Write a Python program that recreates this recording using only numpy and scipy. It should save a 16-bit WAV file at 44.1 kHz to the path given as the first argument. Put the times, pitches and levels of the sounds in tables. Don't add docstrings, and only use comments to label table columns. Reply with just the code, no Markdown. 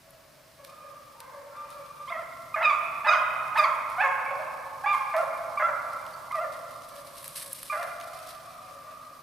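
import sys
import numpy as np
from scipy import signal
from scipy.fft import rfft, irfft, next_fast_len
from scipy.io import wavfile
from scipy.ndimage import uniform_filter1d

SR = 44100
rng = np.random.default_rng(int(sys.argv[2]) if len(sys.argv) > 2 else 0)


def master_out(mix):
    frames = np.transpose(np.atleast_2d(mix))
    ceiling = np.clip(frames, -1, 1)
    pcm = np.round(ceiling * 32767).astype(np.int16)
    wavfile.write(sys.argv[1], SR, pcm)


def volts(x):
    e = np.asarray(x, float) / 20
    return 10 ** e


N = 406602


def rms_one(x):
    return x / np.sqrt(np.mean(x ** 2) + 1e-20)


def in_time(rows, t):
    s, *columns = np.transpose(rows)
    return [np.interp(t, s, column) for column in columns]


def at_hz(points, hz):
    points_hz, points_db = np.transpose(points)
    return np.interp(np.log(hz), np.log(points_hz), points_db)


def band_pass(x, order, low_hz, high_hz):
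    return signal.sosfilt(signal.butter(order, [low_hz, high_hz], "band", fs=SR, output="sos"), x)


def wobble(rate_hz, size):
    settle = 4000
    pole = np.exp(-2 * np.pi * rate_hz / SR)
    noise = rng.standard_normal(size + settle)
    return rms_one(signal.lfilter([1], [1, -2 * pole, pole * pole], noise)[settle:])


def coloured(spectrum, size, alike):
    padded = next_fast_len(size, True)
    mid, side = rfft(rng.standard_normal((2, padded)))
    hz = np.arange(1, len(mid) + 1) * SR / padded
    likeness = np.clip(alike(hz), -1, 1)
    pair = np.sqrt(1 + likeness) * mid + np.sqrt(1 - likeness) * side * [[1], [-1]]
    return rms_one(irfft(pair * volts(at_hz(spectrum, hz)), padded)[:, :size])


# frequency in Hz, left-right likeness from 0 to 1.
LIKENESS = [(25, .97), (60, 1), (125, 1), (250, 0.66), (500, 0.59), (950, 0.73), (2400, 0.64), (5000, .68),
            (8000, 0.74), (12000, 0.94)]


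def ports(hz):
    return at_hz(LIKENESS, hz)


# start in seconds, length in seconds, pitch in Hz, level in dB, brightness in dB.
WAILS = [(4.835, 0.12, 1173, -23, -1)]
CLIMBS = [(2.073, 0.038, 1270, -30.5, -4.5)]
YIPS = [(2.118, 0.018, 1077, -30, 12.5), (2.54, 0.016, 1248, -18.5, 1), (4.257, 0.044, 1133, -37.5, 17),
        (5.12, 0.02, 1204, -26.5, -4), (5.138, 0.013, 1035, -22, 0.0), (5.571, 0.03, 1188, -22, 4),
        (6.308, 0.012, 1033, -25.5, 7), (6.322, 0.019, 1188, -25.5, -11), (6.341, 0.02, 1192, -23.5, -8),
        (7.696, 0.042, 1216, -28, 4.5)]
BAYS = [(2.16, 0.068, 696, -40, 7.8), (2.582, 0.078, 697.6, -32, 7.3), (3.088, 0.076, 722.8, -32, 10.5),
        (3.635, 0.071, 687.4, -36, 8.6), (6.385, 0.071, 690.5, -32, 0.68), (7.758, 0.08, 697, -34, 2.5)]
GROWLS = [(2.556, 0.036, 629, -32, -2), (3.06, 0.042, 599, -30, -0.5), (3.578, 0.062, 618, -32, -4.5),
          (5.136, .024, 642, -30.5, -5), (5.594, 0.0377, 621.6, -31.5, 3.5), (7.72, 0.0444, 612, -36.5, -1)]
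MOANS = [(2.1, 0.0687, 637.5, -35, 0), (6.348, 0.0498, 629.8, -30.5, -2)]
GRUNTS = [(4.305, 0.061, 560, -34, 2.5), (4.39, 0.058, 627.4, -32.5, -5)]
LOW_HOWLS = [(0, 0.71, 648, -73, -11), (.575, 0.088, 532.4, -63.5, 0.5), (.7, 0.13, 562, -66.5, -2.5),
             (.82, 0.18, 566.6, -67, -2), (1.19, 0.101, 538.7, -62.5, 9), (1.3, 0.48, 569.7, -61.5, -4.5),
             (1.48, 0.21, 673, -80, 16.5), (6.9, 0.56, 558, -67, 1.5), (8.08, 0.83, 623, -69, 5),
             (7.95, 0.66, 723, -69.5, -18), (8.6, 0.7, 552, -72.5, 2), (0, 0.41, 554, -76.5, -0.5)]
HIGH_HOWLS = [(.675, 0.15, 1220, -57, 1), (.86, 0.22, 1196, -60.5, 0), (1.13, 0.56, 908, -66.5, -1),
              (1.55, 0.47, 1190, -55, -1), (8.44, 0.15, 1174, -53.5, 1), (8.61, .29, 1192, -57.5, -5),
              (8.9, 0.4, 1204, -59, -6)]
CHIRPS = [(6.128, .03, 4520, -50, 0)]
WAIL = [(0, .66, .1), (.1, .71, .14), (.18, .75, .2), (.22, .99, .08), (.55, 1, .1), (.78, 1.01, .03),
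        (1, .85, .3)]
CLIMB = [(0, .78, .2), (.4, .86, .1), (.8, 1, .05), (1, 1.01, 0)]
YIP = [(0, .97, .05), (.3, 1, .05), (.7, 1, .08), (1, .95, .1)]
BAY = [(0, .9, .1), (.22, .94, .02), (.5, 1, .02), (.62, .99, .02), (.78, .89, .1), (1, .79, .35)]
GROWL = [(0, 1.04, .95), (.4, 1, .95), (1, .98, .7)]
MOAN = [(0, 1.07, .3), (.5, 1.02, .08), (1, .98, .2)]
GRUNT = [(0, 1, .6), (.3, 1.01, .1), (.6, 1, .4), (1, .95, .3)]
HOWL = [(0, 1, .15), (.25, 1.01, .15), (.7, 1, .15), (1, .98, .2)]
CHIRP = [(0, .96, 0), (.4, 1, 0), (1, 1.01, 0)]
# cries, shape, effort along the shape in dB, harmonics 2 to 4 in dB,
# share of the brightness above harmonic 2, left over right in dB, echo in dB, pitch wander as a ratio.
KINDS = [
    (WAILS, WAIL, (-12, -1.5, -8, -0.5, 1.5, -4, 2), (-4.5, -15, -35), 0.26, -2, 0.0, 0.011),
    (CLIMBS, CLIMB, (-8, -5.5, -4.5, -25), (0.0, -0.68, -17), 1.7, -1.7, 0.0, 0.013),
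    (YIPS, YIP, (4.5, -1, -3.5, 5), (-9.5, -30, -35), .05, -2, 0.0, 0.014),
    (BAYS, BAY, (1, -3.5, 1, -5, -4, 2.5), (0.0, -6.5, -17), 0.91, 0.26, 0.0, 0.0096),
    (GROWLS, GROWL, (0.92, 0.0, -1.5), (0.0, 0.0, -19), 0.79, -1.1, 0.0, 0.01),
    (MOANS, MOAN, (0.0, -3, 0.0), (0.0, 0.83, -11.5), 3.6, -0.99, 0.0, 0.0045),
    (GRUNTS, GRUNT, (6, -3, -11.5, 0), (0.0, -23, -12), 1.53, -0.5, 0.0, 0.0082),
]
FAR_KINDS = [
    (LOW_HOWLS, HOWL, (5, 0, -9, 5.5), (0.0, -10, -10.5), 1, 0.98, 14.6, 0.0304),
    (HIGH_HOWLS, HOWL, (6.5, -3.5, -1.5, 0.5), (-11, -14, -39), .9, 1, 12.4, 0.0237),
    (CHIRPS, CHIRP, (-13, 0.0, -12), (-42, -47, -60), 0.0, 0.0, -3, 0.0075),
]
# time in seconds, pitch in Hz, level in dB, growl from 0 to 1,
# mouth opening in dB.
FIRST_YELP = [(2.605, 762, -38, 0.2, -3), (2.624, 971, -26.5, .25, 0.5), (2.632, 1309, -28.5, 0.14, 1),
              (2.658, 1217, -27.5, 0, 9), (2.668, 1211, -17.5, 0, -10.5), (2.687, 1225, -19, .08, -15.5),
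              (2.703, 1145, -21, 0.04, 2), (2.714, 1130, -22, .03, -9), (2.726, 970, -26, 0.2, -4)]
SECOND_YELP = [(3.043, 833, -32, 0.061, 8), (3.066, 905.7, -26.5, 0.37, -2), (3.074, 1318, -23.5, .1, -1),
               (3.094, 1225, -14, 0.017, -1), (3.108, 1248, -23, 0.087, -3.5),
               (3.132, 1245, -29, 0.52, 2.5), (3.138, 1120, -17.5, 0.065, -1),
               (3.15, 1025, -27.5, 0.055, 0), (3.158, 1020, -24, .1, 15)]
THIRD_YELP = [(3.553, 826, -25, .15, 0), (3.571, 941, -22.5, 0.41, -3), (3.58, 1293, -22.5, 0.093, 1),
              (3.6, 1194, -12, 0.018, -6.5), (3.622, 1262, -31, 0.054, -13),
              (3.637, 1214, -17.5, 0.055, -12), (3.643, 1115, -19.5, 0.054, 1.5),
              (3.649, 1080, -16.5, 0.028, -7.5), (3.664, 1025, -33, 0.14, 2)]
LEAD_CLIMB = [(3.978, 703, -26, 0.16, -4), (4.0, 751, -26, .1, 0.5), (4.015, 860, -27, 0.074, 6),
              (4.028, 889, -28, .2, 3.5), (4.036, 862, -35, 0.27, 0)]
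LEAD_GRUNT = [(4.027, 564, -37, 0.58, 7), (4.046, 552, -32.5, .1, 14.5), (4.06, 548, -36, 0.26, 17.6),
              (4.072, 521, -35.5, 0.22, 12), (4.084, 510, -42, .3, 6.7)]
PURE_BAY = [(5.134, 664, -36, 0.42, -8), (5.15, 648, -21, 0.078, -16), (5.166, 622, -26, .02, -8),
            (5.196, 700, -25.5, 0.0096, -3), (5.214, 682, -36, 0.018, 8), (5.228, 564, -31, 0.055, -2),
            (5.243, 537, -34, 0.17, 2)]
BRIGHT_BAY = [(5.62, 612, -18, 0.14, 2), (5.636, 672.5, -41, 0.015, 16.4), (5.655, 681, -40, 0.0065, 20.7),
              (5.672, 692, -40.5, 0.0095, 20), (5.679, 659, -42, 0.046, 6), (5.69, 614, -26, 0.34, 3.6),
              (5.697, 580, -35, .8, 4.8), (5.706, 540, -37, .6, 2)]
# course, harmonics 2 to 4 in dB, left over right in dB.
LEADS = [
    (FIRST_YELP, (1.5, -10.5, -21.5), -2.5),
    (SECOND_YELP, (-4.5, -7.5, -17.5), -2.5),
    (THIRD_YELP, (-2.5, -11, -13.5), -1.5),
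    (LEAD_CLIMB, (-2, -4.5, -20), -1.75),
    (LEAD_GRUNT, (-1.85, -6, -7.5), -0.49),
    (PURE_BAY, (0.0, -8.5, -20), -1),
    (BRIGHT_BAY, (0.0, -11.5, -20), -0.91),
]


def calls():
    sung = [(rows, overtones_db, pan_db, 0, 0.004) for rows, overtones_db, pan_db in LEADS]
    for cries, shape, effort_db, overtones_db, upper, pan_db, echo_db, wander in KINDS + FAR_KINDS:
        share, ratio, growl = np.transpose(shape)
        for s, length, hz, level_db, bright_db in cries:
            mouth_db = 0 * growl
            rows = np.transpose([s + share * length, hz * ratio, np.add(effort_db, level_db), growl, mouth_db])
            colour_db = np.add(overtones_db, bright_db * np.array([1, upper, upper]))
            sung.append((rows, colour_db, pan_db, echo_db, wander))
    return sung


def pack():
    direct, sent = np.zeros((2, N)), np.zeros((2, N))
    for rows, overtones_db, pan_db, echo_db, wander in calls():
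        pan = volts([[pan_db / 2], [-pan_db / 2]])
        voice = cry(overtones_db, rows, 0.018, wander, -30, 3.0) * pan
        start = round(rows[0][0] * SR)
        voice = voice[:, :N - start]
        at = slice(start, start + voice.shape[1])
        direct[:, at] += voice
        sent[:, at] += voice * volts(echo_db)
    head_toss = 1 + 0.5 * wobble(75, N)
    heard = direct + wood(sent * head_toss)
    treble = band_pass(heard, 1, 900, 6000)
    shaded = heard + 0.094 * treble * [[-1], [1]]
    return signal.sosfilt(signal.butter(8, 462, "high", fs=SR, output="sos"), shaded)


# frequency in Hz, gain in dB.
THROAT = [(500, 10), (1200, -2.5), (1700, 1.5), (2050, -4), (2450, -0.5), (2750, -8.5), (3250, -5.5),
          (3750, -7), (4200, -8.5), (4800, 1), (5400, -14.5), (9000, -1)]


def cry(overtones_db, rows, jitter, wander, breath_db, flutter_db):
    t = np.arange(rows[0][0], rows[-1][0], 1 / SR)
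    size = len(t)
    pitch, level_db, growl, open_db = in_time(rows, t)
    growl = np.clip(growl, 0, 1)
    smooth_hz = uniform_filter1d(pitch, size=200)
    unsteady = jitter * (0.39 + growl) * wobble(147, size) + wander * wobble(21.3, size)
    phase = 2 * np.pi * np.cumsum(smooth_hz * (1 + unsteady)) / SR

    levels_db = [*overtones_db] + [overtones_db[-1] - 8.7 * k for k in range(1, 5)]
    upper = np.zeros(size)
    for k, harmonic_db in enumerate(levels_db):
        throat_db = at_hz(THROAT, (k + 2) * smooth_hz)
        swell_db = flutter_db * np.tanh(wobble(8.5, size))
        upper += volts(harmonic_db + throat_db + swell_db) * np.sin((k + 2) * phase + k)

    stress = 1 - 0.73 * growl + 2.23 * growl * np.cos(phase / 3)
    between = 0.46 * growl * np.sin(4 * phase / 3)
    teeth = np.diff(uniform_filter1d(rng.standard_normal(size + 1), size=4))
    hiss = volts(-33) * teeth * (1 + np.cos(phase))
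    breath = 1 + volts(breath_db) * (1 + 1.5 * growl) * wobble(900, size)
    to_end_s = np.minimum(t - t[0], t[-1] - t)
    edge = np.sin(np.pi / 2 * np.clip(to_end_s / 0.007, 0, 1)) ** 2
    voice = np.sin(phase) + between + (upper * stress + hiss) * volts(open_db)
    return voice * breath * volts(level_db) * edge


# band centre in Hz, level in dB, time to fall by 60 dB in seconds.
WOOD = [(471, -1.5, 4.24), (710, -1.5, 2.8), (980, -4.5, 4.55), (1368, -1, 2.09), (1934, -3, 2.02),
        (2900, -2.5, 1.75), (3870, -11, 1.2), (6530, 14, 0.4)]


def wood(sent):
    size = 2 ** 17
    t = np.arange(size) / SR
    white = [coloured([(20, 0), (20000, 0.0039)], size, lambda hz: 0.68 + 0 * hz) for _ in range(2)]
    tail = np.zeros((2, size))
    for k, (hz, db, t60) in enumerate(WOOD):
        band = band_pass(white[k % 2], 2, hz / 2 ** 0.22, hz * 2 ** 0.23)
        slow = volts(-60 * t / t60)
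        quick = volts(1.5 - 60 * t / (0.12 * t60))
        tail += band * volts(db) * (slow + quick)
    swell = 1 - np.exp(-t / 0.01)
    return signal.fftconvolve(sent, volts(-38) * tail * swell, axes=1)[:, :N]


# time in seconds, crisp level in dB.
RUSTLE = [(0.0, -64), (3.03, -56.5), (6.83, -54.5), (7.5, -41.5), (7.93, -52), (9.22, -58.5)]
# start in seconds, crisp level in dB, time to fall by 60 dB in seconds.
BRUSHES = [(0.638, -63.5, 0.5), (1.199, -62, 0.12), (1.7, -62, 0.34), (3.069, -71, 1), (3.567, -50, 0.41),
           (3.899, -68, 1), (4.927, -63, 1), (5.161, -53, 0.28), (5.917, -67, 0.62), (6.069, -71, 0.63),
           (6.349, -57.5, 0.29), (6.521, -60, 0.19), (6.711, -64, 0.39), (6.883, -64, 0.35),
           (6.958, -60, 0.24), (7.065, -64, 0.34), (7.178, -55, 0.54), (7.241, -53, 0.4),
           (7.354, -40, 0.42), (7.42, -44, 0.084), (7.543, -48, 0.76), (7.651, -61, 1), (7.83, -50, 0.096),
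           (8.066, -64, 0.28), (8.13, -57.5, 0.38), (8.213, -63, 0.4), (8.271, -57.5, 0.39),
           (8.38, -76, 0.46), (8.62, -69, 0.29)]
# frequency in Hz, density in dB per Hz.
CRISP = [(5500, -38), (7000, -9.5), (8200, 3.5), (10000, 4), (12500, 2), (14000, -12.5), (16000, -8.5)]
DULL = [(700, -19), (1800, -6.5), (2600, -7.5), (4200, -4), (5400, -6), (6800, -12), (9000, -20)]


def rustle():
    t = np.arange(N) / SR
    moving_db = in_time(RUSTLE, t)[0]
    level = volts(moving_db - 8.5)
    for s, crisp_db, t60 in BRUSHES:
        at = slice(round(s * SR), round(s * SR) + SR)
        since = t[at] - s
        attack = np.clip(since / 0.0057, 0, 1)
        level[at] += volts(crisp_db - 60 * since / t60) * attack
    grain = volts(1.8 * wobble(45, N) + 1.4 * wobble(320, N))
    gentle_db = -55
    dull_db = 3.5 - 0.64 * np.maximum(moving_db - gentle_db, 0)
    dull = volts(dull_db) * coloured(DULL, N, ports)
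    crisp = coloured(CRISP, N, lambda hz: 0.99 + 0 * hz)
    return grain * level * (crisp + dull)


# time in seconds, peak level in dB, dull minus crisp level in
# dB.
TICKS = [(0.1062, -35, -15), (0.6485, -29, 0), (1.2034, -24.5, -3), (1.703, -31, -6), (3.901, -31, -23),
         (5.1651, -26.5, 3), (6.065, -34, 4), (6.3198, -32, 1), (6.3542, -37, -8), (6.7103, -41, -8),
         (6.8886, -31, -10), (6.9575, -34, -6), (7.064, -37, -20), (7.18, -30, -6), (7.2284, -27, -8),
         (7.243, -20, -9), (7.279, -17.5, -13), (7.358, -24, -11), (7.5305, -9, -48), (7.6305, -16.5, -9),
         (7.686, -32, -9), (7.8291, -27.5, 3), (8.001, -34, 5), (8.012, -36, 13.5), (8.0612, -41, -8),
         (8.2712, -33, -6)]


def ticks():
    size = 300
    crisp, dull = np.zeros(N), np.zeros(N)
    decay = np.exp(-np.arange(size) / 76.0)
    for s, peak_db, dull_db in TICKS:
        burst = rng.standard_normal(size) * decay
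        at = slice(round(s * SR), round(s * SR) + size)
        crisp[at] += volts(peak_db - 4.5) * burst
        dull[at] += volts(peak_db + dull_db - 4.5) * burst
    return band_pass(crisp, 2, 8900, 12700) + band_pass(dull, 2, 950, 5200)


# frequency in Hz, density in dB per Hz.
HUSH = [(200, -30), (400, 0.5), (1000, 7.5), (1900, 4.5), (3500, -2.5), (5250, 0.5), (6200, -4.5),
        (13300, -14), (16000, 4)]


def hush():
    return volts(-56.5) * coloured(HUSH, N, ports)


# time in seconds, level in dB.
RUMBLE = [(0.0, -61.5), (1.39, -60.5), (2.8, -55.5), (5.11, -58), (5.72, -56.5), (9.22, -59.5)]
# frequency in Hz, density in dB per Hz.
DRONE = [(12, -34), (25, -8.5), (70, -5), (103, -1), (150, 2), (192, -6.5), (250, -3), (330, -7),
         (500, -12.5), (900, -21)]


def far_drone():
    level_db = in_time(RUMBLE, np.arange(N) / SR)[0]
    return volts(level_db) * coloured(DRONE, N, ports)


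def scene():
    steady = pack() + rustle() + hush() + far_drone()
    top_cut = signal.cheby2(12, 60, 16100, fs=SR, output="sos")
    return signal.sosfilt(top_cut, steady) + ticks()


def band_limit(x):
    return signal.sosfilt(signal.butter(12, 16650, fs=SR, output="sos"), x)


def record(dry):
    steep_cut = signal.cheby2(12, 60, 16650, fs=SR, output="sos")
    mix = signal.sosfilt(steep_cut, dry)
    return band_limit(mix)


dry = scene()
out = record(dry)
master_out(out)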